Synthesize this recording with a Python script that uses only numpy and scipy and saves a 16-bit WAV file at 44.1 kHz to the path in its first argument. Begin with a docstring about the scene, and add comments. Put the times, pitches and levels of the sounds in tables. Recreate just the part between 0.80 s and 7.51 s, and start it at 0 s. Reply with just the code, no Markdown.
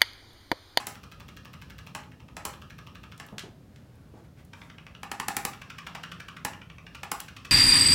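"""A spring-driven adjusting instrument cycles twelve times a second against a person's back, in a small room.
Every cycle ticks: the spring rattles, a catch snaps and a hollow grip rings. When the hammer catches, shaped
noise bursts make steel chatter on steel, and ringing modes make the housing knock. Midway it is lifted and
set down again: clicks, padded bumps and scuffed cloth, then different echoes. Filtered noise makes the
motor's gears and hum, and the ventilation that rumbles throughout. One microphone hears it, cut near 16 kHz."""
import sys
import numpy as np
from scipy import signal
from scipy.fft import rfft, irfft, next_fast_len
from scipy.io import wavfile

SR = 44100
rng = np.random.default_rng(int(sys.argv[2]) if len(sys.argv) > 2 else 0)


def dump(signal):
    """Clip the signal to [-1, 1] and save it as 16-bit WAV at the path in sys.argv[1]."""
    limited = np.clip(np.atleast_2d(signal).T, -1, 1)
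    pcm = np.round(limited * 32767).astype(np.int16)
    wavfile.write(sys.argv[1], SR, pcm)


N = 295911
LEAD = SR // 10   # samples kept ahead of time zero, for sounds that begin before it
LENGTH = 4096   # samples in a short sound
CYCLES_PER_S = 12
FIRM_RATTLE_DB = -57   # spring rattle under a firm hand; slack is counted in dB below it

# relative spectrum of the spring's rattle: (frequency [Hz], density [dB])
SPRING_SPECTRUM = [(1500, -24), (3500, 11), (5800, 6.5), (8000, 3), (10000, -2), (13000, -4), (16000, -7)]
# the two holds of the trigger: (first cycle [s], release [s], spring loading time without slack [s],
# and against the rattle: snap [dB], thin zing [dB], gear whirr [dB])
TRIGGER_HOLDS = [(-0.0114, 2.50, .007, 3, 3.8, -3), (3.7351, 6.70, .0042, -1, -9.5, -5.5)]


def from_db(db):
    """Decibels to gain."""
    return 10 ** (np.asarray(db) / 20)


def at_hz(points, hz):
    """Read a table on a log-frequency axis."""
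    f, value = np.transpose(points)
    return np.interp(np.log(np.maximum(hz, 1)), np.log(f), value)


def tilted(spectrum, tilt_db):
    """The same spectrum, brighter or duller by so many dB per octave."""
    return [(hz, db + tilt_db * np.log2(hz)) for hz, db in spectrum]


def colour(x, spectrum):
    """Causal (minimum-phase) filter of the given spectrum, with unit gain for white noise."""
    size = next_fast_len((len(x) + LENGTH // 2) // 2, real=True) * 2
    hz = np.arange(size // 2 + 1) * SR / size
    cepstrum = irfft(np.log(from_db(at_hz(spectrum, hz))))
    # folding the cepstrum forward in time gives minimum phase
    cepstrum[1:size // 2] *= 2
    cepstrum[size // 2 + 1:] = 0
    response = np.exp(rfft(cepstrum))
    gain = np.sqrt(np.mean(abs(response) ** 2))
    return irfft(rfft(x, size) * response / gain)[:len(x)]


def sized(x, db):
    """Scale a short sound to the energy of 10 ms at this level."""
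    energy = np.sum(x ** 2) + 1e-20
    return x * from_db(db) * np.sqrt(SR / 10 ** 2 / energy)


def add(track, s, sound):
    """Mix a short sound into a track at this time in seconds."""
    start = max(round(s * SR) + LEAD, 0)
    part = track[start:start + len(sound)]
    part += sound[:len(part)]


def chatter(rise_s, decay_s):
    """A flurry of tiny contacts that swells and dies within milliseconds, its spectrum partly evened out."""
    t = np.arange(LENGTH) / SR
    swell = (1 - np.exp(-t / rise_s)) ** 2 * np.exp(-t / decay_s)
    flurry = rng.standard_normal(LENGTH) * swell
    span = np.minimum(6 * swell / swell.max(), 1)
    for _ in range(3):
        spectrum = rfft(flurry)
        # exponent: 0 = lumpy spectrum, 1 = flat
        flurry = span * irfft(spectrum / (abs(spectrum) + 1e-12) ** 0.81)
    return flurry


def struck(modes, spread_db, rough, contact_s, detune=0):
    """One blow and its after-contacts ring decaying modes, whose strengths and pitches vary at random."""
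    t = np.arange(LENGTH) / SR
    hz, db, t60 = np.transpose(modes)[:, :, None]
    hz = hz * np.exp(detune * rng.standard_normal(hz.shape))
    strength = from_db(db + spread_db * rng.standard_normal(hz.shape))
    strength = strength * rng.choice([-1, 1], hz.shape)
    ring = np.sum(strength * from_db(-60 * t / t60) * np.sin(2 * np.pi * hz * t), axis=0)
    force = chatter(contact_s / 10, contact_s)
    force *= rough / np.linalg.norm(force)
    force[0] += 1   # the blow itself
    return signal.fftconvolve(force, ring)[:LENGTH]


def effort(s):
    """Levels of catch, grip and spring rattle at these times, as the hand leans on the instrument and eases off."""
    # (time [s], catch [dB], hollow grip [dB], spring rattle [dB])
    hand_levels = [(.15, -54.3, -52.8, -62), (1.08, -52, -53, -60.5), (1.24, -58.5, -59.5, -70),
                   (1.49, -58, -59, -74), (1.75, -53.5, -51.5, -63.5), (2.33, -53.3, -52, -65),
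                   (2.49, -57, -57, -76), (3.73, -51, -50.5, -65), (4.05, -50.5, -57, -73),
                   (4.75, -49, -49.5, -58.5), (5.1, -45.5, -41.7, -52), (5.5, -48.5, -45.5, -56.5),
                   (5.85, -49.5, -53.5, -69), (5.99, -51.5, -55, -74), (6.15, -46.5, -51, -55),
                   (6.48, -48, -50, -57), (6.66, -45.5, -49, -53)]
    when, *columns = np.transpose(hand_levels)
    return [np.interp(s, when, column) for column in columns]


def ventilation():
    """Air from the vents is filtered noise, its low rumble wandering in level."""
    # relative spectrum: (frequency [Hz], density [dB])
    air_spectrum = [(20, -42), (32, -29), (45, -5.5), (62, 0), (115, 1.5), (190, -3.5), (250, -6.5),
                    (350, -15.5), (550, -17), (900, -26.5), (2000, -34.5), (4000, -36), (8000, -42.5),
                    (16000, -45)]
    # low rumble over the usual: (time [s], level [dB])
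    rumble_level = [(0, -1.5), (.9, 2), (1.4, 0), (2.15, 1.5), (2.5, -1), (4.2, -1.3), (6.7, -.5)]
    air = from_db(-50.5) * colour(rng.standard_normal(N + LEAD), air_spectrum)[LEAD:]
    rumble = signal.sosfiltfilt(signal.butter(2, 260, fs=SR, output="sos"), air)
    rumble_db = np.interp(np.arange(N) / SR, *np.transpose(rumble_level))
    return air + rumble * (from_db(rumble_db) - 1)


def handling():
    """Plastic parts click in the hand, padded bumps give a short dull note, sleeves and fingers scuff the cloth."""
    # clicks as the instrument shifts in the hand: (time [s], level [dB], brightness [dB per octave])
    clicks = [(2.377, -55.5, 6), (2.464, -55, 19), (2.5815, -37, -1.5), (2.593, -41.5, 1),
              (2.960, -58, -1.5), (3.155, -70, 10), (3.649, -62, 15), (3.733, -55, -3)]
    # soft bumps of hand and instrument on the body: (time [s], base level [dB], pitch [Hz])
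    bumps = [(2.523, -45.5, 194), (2.637, -47.7, 386), (3.338, -52, 298)]
    # sleeves and fingers brushing over cloth: (start [s], length [s], base level [dB], centre [Hz])
    scuffs = [(2.35, .2, -62, 1100), (2.6, 1.0, -71, 1500), (3.331, 0.1, -60, 760),
              (3.434, 0.036, -65, 1700), (3.561, 0.065, -60, 2200), (3.7, .25, -63.5, 1100),
              (3.72, .2, -68, 7000)]
    # relative spectrum of plastic: (frequency [Hz], density [dB])
    plastic = [(300, -36), (900, -14), (1600, -3), (2200, -3.5), (3200, 0), (4500, -5), (7000, -8),
               (10000, -14.5), (16000, -24)]
    # relative spectrum of a scuff: (multiple of its centre [ratio], density [dB])
    fabric = [(.22, -12), (.65, -3), (1, 0), (1.4, -4), (3, -16), (8, -22), (16, -30)]
    out = np.zeros(N + LEAD)
    for s, db, tilt_db in clicks:
        click = colour(chatter(rise_s=0.00028, decay_s=0.0029), tilted(plastic, tilt_db))
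        add(out, s, sized(click, db))
    for s, db, hz in bumps:
        note = struck([(hz, 0, .055)], spread_db=0, rough=0.84, contact_s=0.0024)
        add(out, s, sized(note, db + 3.0))
        puff_spectrum = [(hz / 2, -5), (hz, 0), (750, -4), (1400, -19), (5000, -42)]
        puff = colour(chatter(rise_s=0.00078, decay_s=0.011), puff_spectrum)
        add(out, s, sized(puff, db))
    for s, length_s, db, hz in scuffs:
        spectrum = [(hz * multiple, level) for multiple, level in fabric]
        fibres = colour(rng.standard_normal(SR + LEAD), spectrum)
        stroke = np.sin(np.pi * np.minimum(np.arange(len(fibres)) / SR / length_s, 1))
        add(out, s, from_db(db - 1.5) * fibres * stroke)
    return out


def drive():
    """While the trigger is held, gears whirr with the load over a wavering hum and whine as they wind the spring."""
    # relative spectra of whirr, winding whine and motor hum: (frequency [Hz], density [dB])
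    gears = [(400, -16), (900, -2), (1250, 6.5), (1900, -5), (2400, -13), (2750, 0), (3200, -2), (4600, -5),
             (5600, -3), (6500, -20), (16000, -41)]
    winding_whine = [(1500, -40), (2500, -16), (2750, 4), (3000, -21), (5000, -47)]
    motor_hum = [(100, -32.5), (155, -11.5), (168, -1.5), (181, -17), (300, -33), (1000, -69)]
    # motor hum: (time [s], level [dB])
    hum_level = [(0, -67), (.6, -56), (1.1, -53), (1.35, -66), (1.85, -60), (3.8, -59), (4.7, -64),
                 (5.35, -51), (6.7, -66)]
    spin_s = .08   # the motor's time to start or stop
    whirr_loss_db = .92   # per dB of slack
    t = np.arange(N) / SR
    whine = from_db(-3.3) * colour(rng.standard_normal(N), winding_whine)
    whirr = from_db(-3.0) * colour(rng.standard_normal(N), gears)
    hum = colour(rng.standard_normal(N + LEAD), motor_hum)[LEAD:]
    hum = hum * from_db(np.interp(t, *np.transpose(hum_level)))
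    slack_db = FIRM_RATTLE_DB - effort(t)[2]
    out = np.zeros(N)
    for first_s, release_s, *_, whirr_db in TRIGGER_HOLDS:
        running = np.clip(np.minimum(t - first_s, release_s - t) / spin_s + 1, 0, 1)
        since = (t - first_s) % (1 / CYCLES_PER_S)
        winding = np.exp(-((since - .056) / .009) ** 2)   # centred 56 ms into each cycle
        load = from_db(FIRM_RATTLE_DB + whirr_db - whirr_loss_db * slack_db)
        out += running * (load * (whirr + winding * whine) + hum)
    return out


def ticks():
    """On every cycle the spring rattles as it loads, then the catch snaps, the grip rings and the catch settles."""
    # modes of the catch and the hollow grip: (centre frequency [Hz], mean level [dB], t60 [s])
    catch = [(1860, -6.5, 0.0056), (2220, -4, 0.0054), (2563, 3.3, .006), (2807, -1.5, 0.0072),
             (3210, -1.5, 0.0054), (3780, -9.5, 0.0032), (4500, -10.5, 0.0029), (5540, -11.5, 0.0071)]
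    grip = [(1020, -9, 0.015), (1242, -0.5, 0.014), (1374, -3, 0.011), (1570, 3, 0.0064),
            (1780, -6.5, 0.018)]
    # relative spectrum of the spring's thin zing: (frequency [Hz], density [dB])
    zing_spectrum = [(5000, -29), (10000, -12), (13000, -6), (14500, 4), (16000, -2)]
    firm_grip_db, drag_s_per_db = -51, .0002   # leaning on the instrument delays the catch
    brighter_db_per_db = .22   # a slacker spring rattles duller, per octave
    loading_loss_db, shorter_per_db = .25, .014   # per dB of slack it loads more quietly and sooner done
    out = np.zeros(N + LEAD)
    for first_s, release_s, loading_s, snap_db, zing_db, _ in TRIGGER_HOLDS:
        for beat in np.arange(first_s, release_s, 1 / CYCLES_PER_S):
            tick_db, body_db, rattle_db = effort(beat)
            slack_db = FIRM_RATTLE_DB - rattle_db
            s = beat + drag_s_per_db * (body_db - firm_grip_db)
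            loads = s - loading_s * (1 - shorter_per_db * slack_db)
            load_db = -loading_loss_db * slack_db
            spring = tilted(SPRING_SPECTRUM, -brighter_db_per_db * slack_db - .8)

            zing = colour(chatter(rise_s=0.00029, decay_s=0.0043), zing_spectrum)
            add(out, loads, sized(zing, rattle_db + zing_db + 2 * load_db))
            rattle = colour(chatter(rise_s=0.00036, decay_s=0.0037), spring)
            add(out, loads, sized(rattle, rattle_db - 1.5))
            loading = struck(catch, spread_db=1.0, rough=1.76, contact_s=.0027, detune=0.045)
            add(out, loads + 0.001025, sized(loading, tick_db - 1 + load_db))

            snap = colour(chatter(rise_s=.0001, decay_s=0.00084), spring)
            add(out, s, sized(snap, rattle_db + snap_db))
            tick = struck(catch, spread_db=1.4, rough=0.32, contact_s=0.0011, detune=.02)
            add(out, s, sized(tick, tick_db + .5))
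            body = struck(grip, spread_db=1.4, rough=0.6, contact_s=0.0016, detune=0.025)
            add(out, s, sized(body, body_db))

            settles = s + .7 * (s - loads) * rng.uniform(0.97, 1.2)
            settling = colour(chatter(rise_s=.0001, decay_s=0.00099), spring)
            add(out, settles, sized(settling, rattle_db - 1.0))
    return out


def strikes():
    """The hammer slides in and chatters on the plunger, the housing cracks and rings, the tip thumps and rebounds."""
    # cycles on which the hammer catches: (time [s], base strength [dB], base steel chatter [dB])
    blows = [(-0.014, -37.5, -41.5), (0.0686, -40.5, -35), (1.1492, -37.3, -43.5), (1.5666, -40.5, -47),
             (1.6517, -36, -34), (2.3983, -42, -51.5), (4.2313, -39.5, -48.5), (4.315, -34.2, -40.5),
             (4.3985, -32.7, -38.5), (4.4824, -30.2, -31.5), (4.5663, -30.5, -28.5), (4.6506, -32, -29),
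             (5.0672, -44, -66), (5.149, -42, -55), (5.2367, -44.5, -68), (5.6489, -30, -33),
             (6.232, -38.5, -48), (6.3159, -32.5, -31), (6.4023, -46, -37.5)]
    # modes of the plunger and the housing: (centre frequency [Hz], mean level [dB], t60 [s])
    plunger = [(721, -11, 0.02), (832, -3.5, 0.057), (925, -6.5, 0.03), (1025, -5, 0.03), (1134, -8, 0.021)]
    housing = [(1202, -1, 0.021), (1390, -8, 0.0067), (1490, -7, 0.012), (1765, -1, 0.038),
               (1880, -7.5, 0.039), (2235, -2.5, 0.028), (2540, -1, 0.014), (3090, -3.5, 0.013),
               (3500, -9, 0.0025), (4320, 0, 0.0017)]
    # relative spectra of steel, the housing's first crack and the thump: (frequency [Hz], density [dB])
    steel_spectrum = [(1500, -38), (3500, -9), (4600, -5), (5400, 1), (6400, -2), (7600, 6), (8700, -3.5),
                      (10500, 5), (11800, -4), (13500, -0.5), (16000, -3.5)]
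    crack_spectrum = [(450, -21), (720, -1.5), (1150, 1.5), (1550, -1), (1900, 0), (2900, -3.5),
                      (3700, -11), (4400, -9.5), (7000, -29)]
    thump_spectrum = [(50, -6), (120, -1), (200, 7), (320, 2.5), (520, -3.5), (800, -11), (2000, -16.5)]
    full_stroke_db, graze_loss = -40, 1.8   # weaker blows barely move the plunger: dB of knock lost per dB
    knock_db_per_db = .28   # the knock grows as the blow lands more squarely on steel
    top_hz, top_db_per_db = 9000, 1.1   # cushioned blows lose the top (per octave), square ones gain it
    out = np.zeros(N + LEAD)
    hardest_db = max(row[2] for row in blows)
    for s, clack_db, steel_db in blows:
        square_db = steel_db - clack_db
        graze_db = graze_loss * max(full_stroke_db - clack_db, 0)
        knock_db = clack_db - 7 + knock_db_per_db * square_db - graze_db
        steel = tilted(steel_spectrum, 0.36 * (steel_db - hardest_db))   # weaker blows are duller
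        steel = [(hz, db + top_db_per_db * square_db * max(np.log2(hz / top_hz), 0)) for hz, db in steel]

        slide = colour(chatter(rise_s=0.0018, decay_s=0.0013), SPRING_SPECTRUM)
        add(out, s - .003, sized(slide, steel_db - 25))
        contact = colour(chatter(rise_s=0.00044, decay_s=0.00098), steel)
        add(out, s, sized(contact, steel_db + .5))
        rebound = colour(chatter(rise_s=0.00028, decay_s=0.0013), steel)
        add(out, s + .0028, sized(rebound, steel_db - 8.5))

        crack = colour(chatter(rise_s=0.00075, decay_s=0.00209), crack_spectrum)
        add(out, s + .0004, sized(crack, clack_db - 1.2))
        clack = struck(housing, spread_db=.5, rough=0.53, contact_s=0.0019, detune=0.022)
        add(out, s + 0.002205, sized(clack, clack_db - 5.3))
        knock = struck(plunger, spread_db=.8, rough=0.16, contact_s=0.0015, detune=0.0026)
        add(out, s + 0.00155, sized(knock, knock_db + 3.5))
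        thump = colour(chatter(rise_s=0.00064, decay_s=0.0086), thump_spectrum)
        add(out, s + .001, sized(thump, knock_db + 1.8))
    return out


def room(x, build_s, wet_db):
    """Dense reflections build up within milliseconds, then each band of echoes dies at its own rate."""
    # (frequency [Hz], t60 [s])
    decay_times = [(150, 0.93), (800, 0.35), (2500, 0.3), (6000, .29), (10000, 0.23), (16000, 0.35)]
    # before the overall wet level: (frequency [Hz], echo level [dB])
    echo_levels = [(150, -2), (900, 4.5), (1500, 3), (3000, -0.5), (6000, -2), (10000, -4.5), (16000, -9.5)]
    t = np.arange(SR // 3) / SR
    edges = np.geomspace(100, 19000, 22)
    echoes = np.zeros(len(t))
    for low, high in zip(edges, edges[1:]):
        hz = np.sqrt(low * high)
        band_pass = signal.butter(2, [low, high], "band", fs=SR, output="sos")
        band = signal.sosfilt(band_pass, rng.standard_normal(len(t)))
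        band *= (1 - np.exp(-(t / build_s) ** 2)) * from_db(-60 * t / at_hz(decay_times, hz))
        share = np.sqrt(2 * (high - low) / SR)   # the band's part of the whole spectrum
        echoes += band / np.linalg.norm(band) * share * from_db(at_hz(echo_levels, hz))
    return x + from_db(wet_db) * signal.fftconvolve(x, echoes)[:len(x)]


def scene():
    """Instrument and hands in the room, whose echoes change once the instrument is moved; drive and air beneath."""
    # crossfade over 0.1 s from the first place to the second, starting at 3 s
    moved = np.clip(((np.arange(N + LEAD) - LEAD) / SR - 3.0) * 10, 0, 1)
    blows = strikes()
    small = ticks() + handling()
    first = room(blows * (1 - moved), build_s=0.0022, wet_db=-0.5)
    first += room(small * (1 - moved), build_s=0.001, wet_db=-.5)
    second = room(blows * moved, build_s=0.0038, wet_db=-4)
    second += room(small * moved, build_s=0.0017, wet_db=-1.2)
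    return ((first + second)[LEAD:] + drive() + ventilation())[None]


def record(dry):
    """The top is cut steeply above 16 kHz."""
    return signal.sosfilt(signal.ellip(10, .2, 75, 16050, fs=SR, output="sos"), dry)


dry = scene()
out = record(dry)
dump(out)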